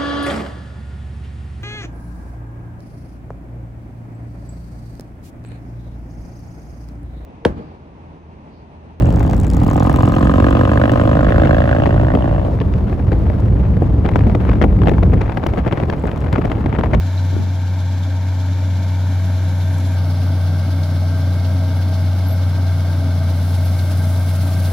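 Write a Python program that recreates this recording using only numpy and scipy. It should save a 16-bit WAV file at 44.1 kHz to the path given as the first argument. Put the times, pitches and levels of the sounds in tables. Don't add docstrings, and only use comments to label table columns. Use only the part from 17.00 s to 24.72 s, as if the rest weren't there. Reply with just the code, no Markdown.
import sys
import numpy as np
from scipy import signal
from scipy.fft import rfft, irfft, next_fast_len
from scipy.io import wavfile

SR = 44100
rng = np.random.default_rng(int(sys.argv[2]) if len(sys.argv) > 2 else 0)


def unload_audio(sound):
    columns = np.transpose(np.atleast_2d(sound))
    steps = np.round(np.clip(columns, -1, 1) * 32767)
    wavfile.write(sys.argv[1], SR, steps.astype(np.int16))


N = 340452
TIME_S = np.arange(N) / SR
N_FFT = next_fast_len(N, real=True)
FREQ_HZ = np.maximum(np.arange(N_FFT // 2 + 1) * SR / N_FFT, 1)


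def from_db(db):
    return 10 ** (np.asarray(db) / 20)


def unit_rms(x):
    return x / np.sqrt(np.mean(x ** 2) + 1e-20)


def over_time(points):
    time_s, value = np.transpose(points)
    return np.interp(TIME_S, time_s, value)


def over_freq(points):
    freq_hz, value = np.transpose(points)
    return np.interp(np.log(FREQ_HZ), np.log(freq_hz), value)


def bell(centre_s, sigma_s):
    return np.exp(-.5 * ((TIME_S - centre_s) / sigma_s) ** 2)


def shaft_pulse(turns, at_turns, sigma_turns):
    offset_turns = (turns - at_turns + .5) % 1 - .5
    return np.exp(-.5 * (offset_turns / sigma_turns) ** 2)


def white():
    return rng.standard_normal((2, N))


def drift(rate_hz):
    spectrum = rfft(rng.standard_normal(N_FFT)) / (1 + (FREQ_HZ / rate_hz) ** 2)
    return unit_rms(irfft(spectrum, N_FFT)[:N])


def tone(turns, wander_turns, rate_hz, flutter_db):
    phase_rad = 2 * np.pi * (turns + wander_turns * drift(rate_hz))
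    return np.sqrt(2) * np.cos(phase_rad) * from_db(flutter_db * drift(rate_hz))


def grains(rate_per_s, spread_db):
    sizes = from_db(spread_db * np.minimum(rng.exponential(1, (2, N)), 4))
    return unit_rms(white() * sizes * (rng.random((2, N)) < rate_per_s / SR))


def resonance(centre_hz, width_hz):
    stage = 1 / (1 + 1j * (FREQ_HZ ** 2 - centre_hz ** 2) / (FREQ_HZ * width_hz))
    return stage ** 2


def colour(pair, response):
    # freq_hz, correlation
    likeness = [(30, 0.64), (90, 0.96), (300, 1), (470, 0.9), (620, 1), (820, 1), (1100, 0.89),
                (1550, 0.98), (1900, 0.074), (2300, 0.79), (3700, 0.76), (5500, 0.21), (8000, 0.057),
                (14000, 0.045)]
    # freq_hz, left_minus_right_db
    balance = [(100, 2), (400, -1.1), (520, 6.5), (640, 0.5), (940, -1), (1300, 7), (1570, 2), (1900, 5.5),
               (2300, -1), (2800, 3), (4000, -3), (6700, 4.5), (9500, -2.5), (14000, 2)]
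    # freq_hz, left_lead_rad
    port_phase = [(100, -0.18), (300, 0.28), (430, 0.76), (520, -0.42), (780, 0.25), (1050, 0.66),
                  (1500, 0.34), (1800, -0.26), (2100, -0.024), (2500, 0.3), (3300, -1.06), (4600, 1),
                  (7000, 0.47), (10000, 0.099)]
    alike = np.clip(over_freq(likeness), 0, .999)
    mid, side = rfft(pair, N_FFT) * response
    sign = np.array([[1], [-1]])
    stereo = np.sqrt(1 + alike) * mid + sign * np.sqrt(1 - alike) * side
    ports = from_db(sign * over_freq(balance) / 2) * np.exp(.5j * sign * over_freq(port_phase))
    return unit_rms(irfft(stereo * ports, N_FFT)[:, :N])


def far_to_near(pair, far, near, switch_s=2.95, fade_s=.02):
    mix = np.clip((TIME_S - switch_s) / fade_s, 0, 1)
    far_sound = colour(pair, from_db(over_freq(far)))
    near_sound = colour(pair, from_db(over_freq(near)))
    return (1 - mix) * far_sound + mix * near_sound


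def approach_gain(far_db, near_db):
    # time_s, nearness (0-1)
    nearness = [(0, 0), (2.85, 0.25), (3.15, .7), (7.72, 0.93)]
    return from_db(far_db + (near_db - far_db) * over_time(nearness))


def engine(free_hz=92.23, flywheel_lag_s=.85, full_load_hz=1.9):
    # centre_s, sigma_s, drag_hz
    swathes = [(3.58, .52, 2.03), (5.94, .285, 5.03), (7.75, .53, 1.61)]
    drag_hz = sum(peak_hz * bell(centre_s, sigma_s) for centre_s, sigma_s, peak_hz in swathes)
    pole = np.exp(-1 / (flywheel_lag_s * SR))
    firing_hz = free_hz - signal.lfilter([1 - pole], [1, -pole], drag_hz)
    return np.cumsum(firing_hz) / SR, np.tanh(drag_hz / full_load_hz)


def exhaust(firings, load, load_db=-.7):
    # firing_multiple, level_db re fundamental
    overtones = [(2, -26), (3, -26)]
    drone = tone(firings, wander_turns=.002, rate_hz=9.7, flutter_db=.5)
    for order, level_db in overtones:
        drone += from_db(level_db) * tone(order * firings, wander_turns=.06, rate_hz=9.2, flutter_db=3)
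    pan = from_db([[.55], [-.55]])
    return approach_gain(far_db=-16, near_db=-15) * from_db(load_db * load) * drone * pan


def thresher(firings, load, rumble_load_db=.5, hum_load_db=2.5):
    # firing_multiple, relative_db
    shafts = [(1.22, -16), (1.277, -7.5), (1.663, -2.5)]
    # freq_hz, density_db
    rumble_spectrum = [(20, -32), (40, -12.5), (60, -12), (82, -6.5), (110, 1), (140, 1), (180, 0),
                       (215, -2), (265, -1.5), (300, -5.5), (340, -14.5), (420, -20.5), (700, -47)]
    hums = sum(from_db(level_db) * tone(order * firings, wander_turns=.13, rate_hz=1, flutter_db=2)
               for order, level_db in shafts)
    rumble = colour(white(), from_db(over_freq(rumble_spectrum)))
    rumble_gain = approach_gain(far_db=-31.5, near_db=-29) * from_db(rumble_load_db * load)
    hum_gain = approach_gain(far_db=-36, near_db=-29.8) * from_db(hum_load_db * load)
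    return rumble_gain * rumble + hum_gain * hums


def body(firings, drum_turns_per_firing=.2125):
    # freq_hz, density_db
    roar_far = [(250, -13), (400, -4), (490, -4), (620, 2.5), (720, -0.5), (920, 1), (1010, -3),
                (1220, -10.5), (1480, -3), (1800, -6), (1960, -12), (2350, -6), (2650, -27), (4000, -49)]
    roar_near = [(250, -29), (400, -6.5), (500, -5), (630, 3), (730, -2), (900, -5), (980, -9), (1300, -9),
                 (1560, -6), (1720, -18.5), (2100, -14.5), (2250, -13), (2500, -31), (4000, -36)]
    # centre_hz, base_width_hz, relative_db
    panels = [(643.7, 31, -8.5), (1575, 33, -15), (2169, 44, -17.5)]
    throb = 1 + .29 * shaft_pulse(firings, at_turns=0, sigma_turns=.14)
    roar = far_to_near(white() * throb, roar_far, roar_near)
    drum_turns = drum_turns_per_firing * firings
    rattle = .23 + shaft_pulse(drum_turns, at_turns=0, sigma_turns=.11)
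    rattle += .65 * shaft_pulse(drum_turns, at_turns=.492, sigma_turns=.056)
    ring = sum(from_db(level_db) * colour(white() * rattle, resonance(centre_hz, 1.7 * base_width_hz))
               for centre_hz, base_width_hz, level_db in panels)
    ring_db = np.interp(TIME_S, [0, 4], [-5, 0])
    return approach_gain(far_db=-37, near_db=-34.5) * (from_db(-1) * roar + from_db(ring_db) * ring)


def drive_whine():
    # pitch_hz, far_db, near_db, wander_turns
    whines = [(526.2, -49.5, -50, 0.1), (644.5, -52, -45, 0.22), (801, -52.5, -55, 0.31),
              (891, -51.5, -61, 0.2), (917.4, -49, -53, 0.37), (1577, -54.5, -52, 0.42)]
    out = np.zeros(N)
    for pitch_hz, far_db, near_db, wander_turns in whines:
        gain = from_db(np.interp(TIME_S, [1.5, 4.5], [far_db, near_db]))
        out += gain * tone(pitch_hz * TIME_S, wander_turns, rate_hz=2.9, flutter_db=2)
    return out * from_db([[1], [-1]])


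def cutter(firings, crank_turns_per_firing=.08935):
    # freq_hz, density_db
    cut_far = [(1800, -19), (2700, -4.5), (3400, 0.5), (4050, 0), (4600, -3.5), (6000, -4), (6700, -8),
               (7200, -6.5), (8200, -19), (10000, -29), (15000, -40)]
    cut_near = [(1800, -4), (2600, -4), (3100, 1), (3500, 1.5), (4400, 2), (5500, 0.5), (6200, -6),
                (6800, -10.5), (7600, -29), (10000, -24), (15000, -38)]
    # freq_hz, density_db
    straw_far = [(5000, -34), (8300, -15), (9200, -9), (10200, -9.5), (11000, -7), (12000, -13),
                 (13000, -6), (14500, -39), (16000, -21)]
    straw_near = [(5000, -5), (7700, -7), (9000, -3.5), (10300, -0.5), (11500, -5.5), (12600, -3),
                  (14200, -6), (16000, -9)]
    # time_s, level_db
    straw_level = [(0, -59.5), (1.4, -59.5), (3.1, -50), (6.25, -47.5), (6.5, -43), (7.72, -39.5)]
    crank_turns = crank_turns_per_firing * firings
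    stroke_out = shaft_pulse(crank_turns, at_turns=.585, sigma_turns=.091)
    stroke_back = .66 * shaft_pulse(crank_turns, at_turns=.1, sigma_turns=.055)
    bite_db = 3 * (stroke_out + stroke_back) * (1 + .25 * drift(rate_hz=6))
    stalks = grains(rate_per_s=24000, spread_db=1) * from_db(bite_db + .4 * drift(rate_hz=30))
    straw = grains(rate_per_s=20000, spread_db=1.3) * from_db(.85 * bite_db + .9 * drift(rate_hz=35))
    rasp = far_to_near(stalks, cut_far, cut_near) + bar_ring(bite_db)
    crackle = from_db(over_time(straw_level)) * far_to_near(straw, straw_far, straw_near)
    return approach_gain(far_db=-44.5, near_db=-42.5) * rasp + crackle


def bar_ring(bite_db):
    # centre_hz, width_hz, far_db, near_db
    modes = [(3490, 55, -14.5, -14), (4060, 200, -16, -18), (10260, 260, -22, -32),
             (11950, 350, -19.5, -30)]
    out = np.zeros((2, N))
    for centre_hz, width_hz, far_db, near_db in modes:
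        gain = from_db(np.interp(TIME_S, [2.5, 3.3], [far_db, near_db]))
        out += gain * colour(white() * from_db(bite_db), resonance(centre_hz, width_hz))
    return out


def stalk_snaps(attack_s=.00047):
    # start_s, level_db, centre_hz, width_hz, decay_s
    snaps = [(0.174, -36, 4030, 200, .014), (0.805, -50, 8000, 3500, .008), (1.025, -39, 3540, 90, .02),
             (2.782, -36.5, 6500, 9000, .005), (3.832, -35, 4300, 1600, .012),
             (4.445, -42, 3900, 2500, .01), (4.936, -38, 4200, 2500, .008), (6.488, -42, 12000, 6000, .004),
             (6.79, -32, 4100, 2500, .008), (7.052, -39, 9500, 4000, .003), (7.158, -39, 3900, 1000, .008),
             (7.648, -36, 4400, 2500, .008)]
    out = np.zeros((2, N))
    for start_s, level_db, centre_hz, width_hz, decay_s in snaps:
        age_s = np.maximum(TIME_S - start_s, 0)
        envelope = (1 - np.exp(-age_s / attack_s)) * np.exp(-age_s / decay_s)
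        out += from_db(level_db) * envelope * colour(white(), resonance(centre_hz, width_hz))
    return out


def wind_puff(pop_s=.3655, pop_db=-5, pop_hz=310, pop_t60_s=.02):
    # centre_s, level_db, sigma_s, centre_hz
    buffets = [(0.307, -31, .006, 190), (0.333, -23.5, .004, 340), (0.352, -16, .011, 85),
               (0.41, -19.5, .03, 150), (0.476, -29, .008, 180)]
    age_s = np.maximum(TIME_S - pop_s, 0)
    pop = from_db(pop_db - 60 * age_s / pop_t60_s) * np.sin(2 * np.pi * pop_hz * age_s)
    thumps = np.zeros((2, N))
    for centre_s, level_db, sigma_s, centre_hz in buffets:
        spectrum = rfft(white(), N_FFT) * resonance(centre_hz, width_hz=centre_hz)
        eddies = unit_rms(irfft(spectrum, N_FFT)[:, :N])
        thumps += from_db(level_db) * bell(centre_s, sigma_s) * eddies
    return (pop + thumps) * from_db([[0], [-10]])


def level_dip(start_s=.35, depth_db=-1.22, attack_s=.06, hold_s=.75, release_s=1):
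    corners_s = start_s + np.cumsum([0, attack_s, hold_s, release_s])
    return from_db(depth_db * np.interp(TIME_S, corners_s, [0, 1, 1, 0]))


def squeaks():
    # centre_s, level_db, pitch_hz, sigma_s, wander_turns
    chirps = [(4.775, -50, 11250, .006, .2), (5.283, -45, 11550, .013, .25), (5.293, -48, 12500, .01, .25),
              (5.32, -41, 12610, .015, .14), (6.657, -43, 11750, .006, .3)]
    out = np.zeros(N)
    for centre_s, level_db, pitch_hz, sigma_s, wander_turns in chirps:
        chirp = tone(pitch_hz * TIME_S, wander_turns, rate_hz=130, flutter_db=4)
        out += from_db(level_db) * bell(centre_s, sigma_s) * chirp
    return out


def scene():
    firings, load = engine()
    machine = exhaust(firings, load) + thresher(firings, load) + body(firings)
    machine += drive_whine() + cutter(firings)
    return level_dip() * machine + stalk_snaps() + squeaks() + wind_puff()


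def record(dry, fade_in_s=.004, cutoff_hz=15750):
    fade_in = np.minimum(TIME_S / fade_in_s, 1)
    lowpass = signal.ellip(12, .1, 90, cutoff_hz, fs=SR, output="sos")
    return signal.sosfilt(lowpass, dry * fade_in)


dry = scene()
out = record(dry)
unload_audio(out)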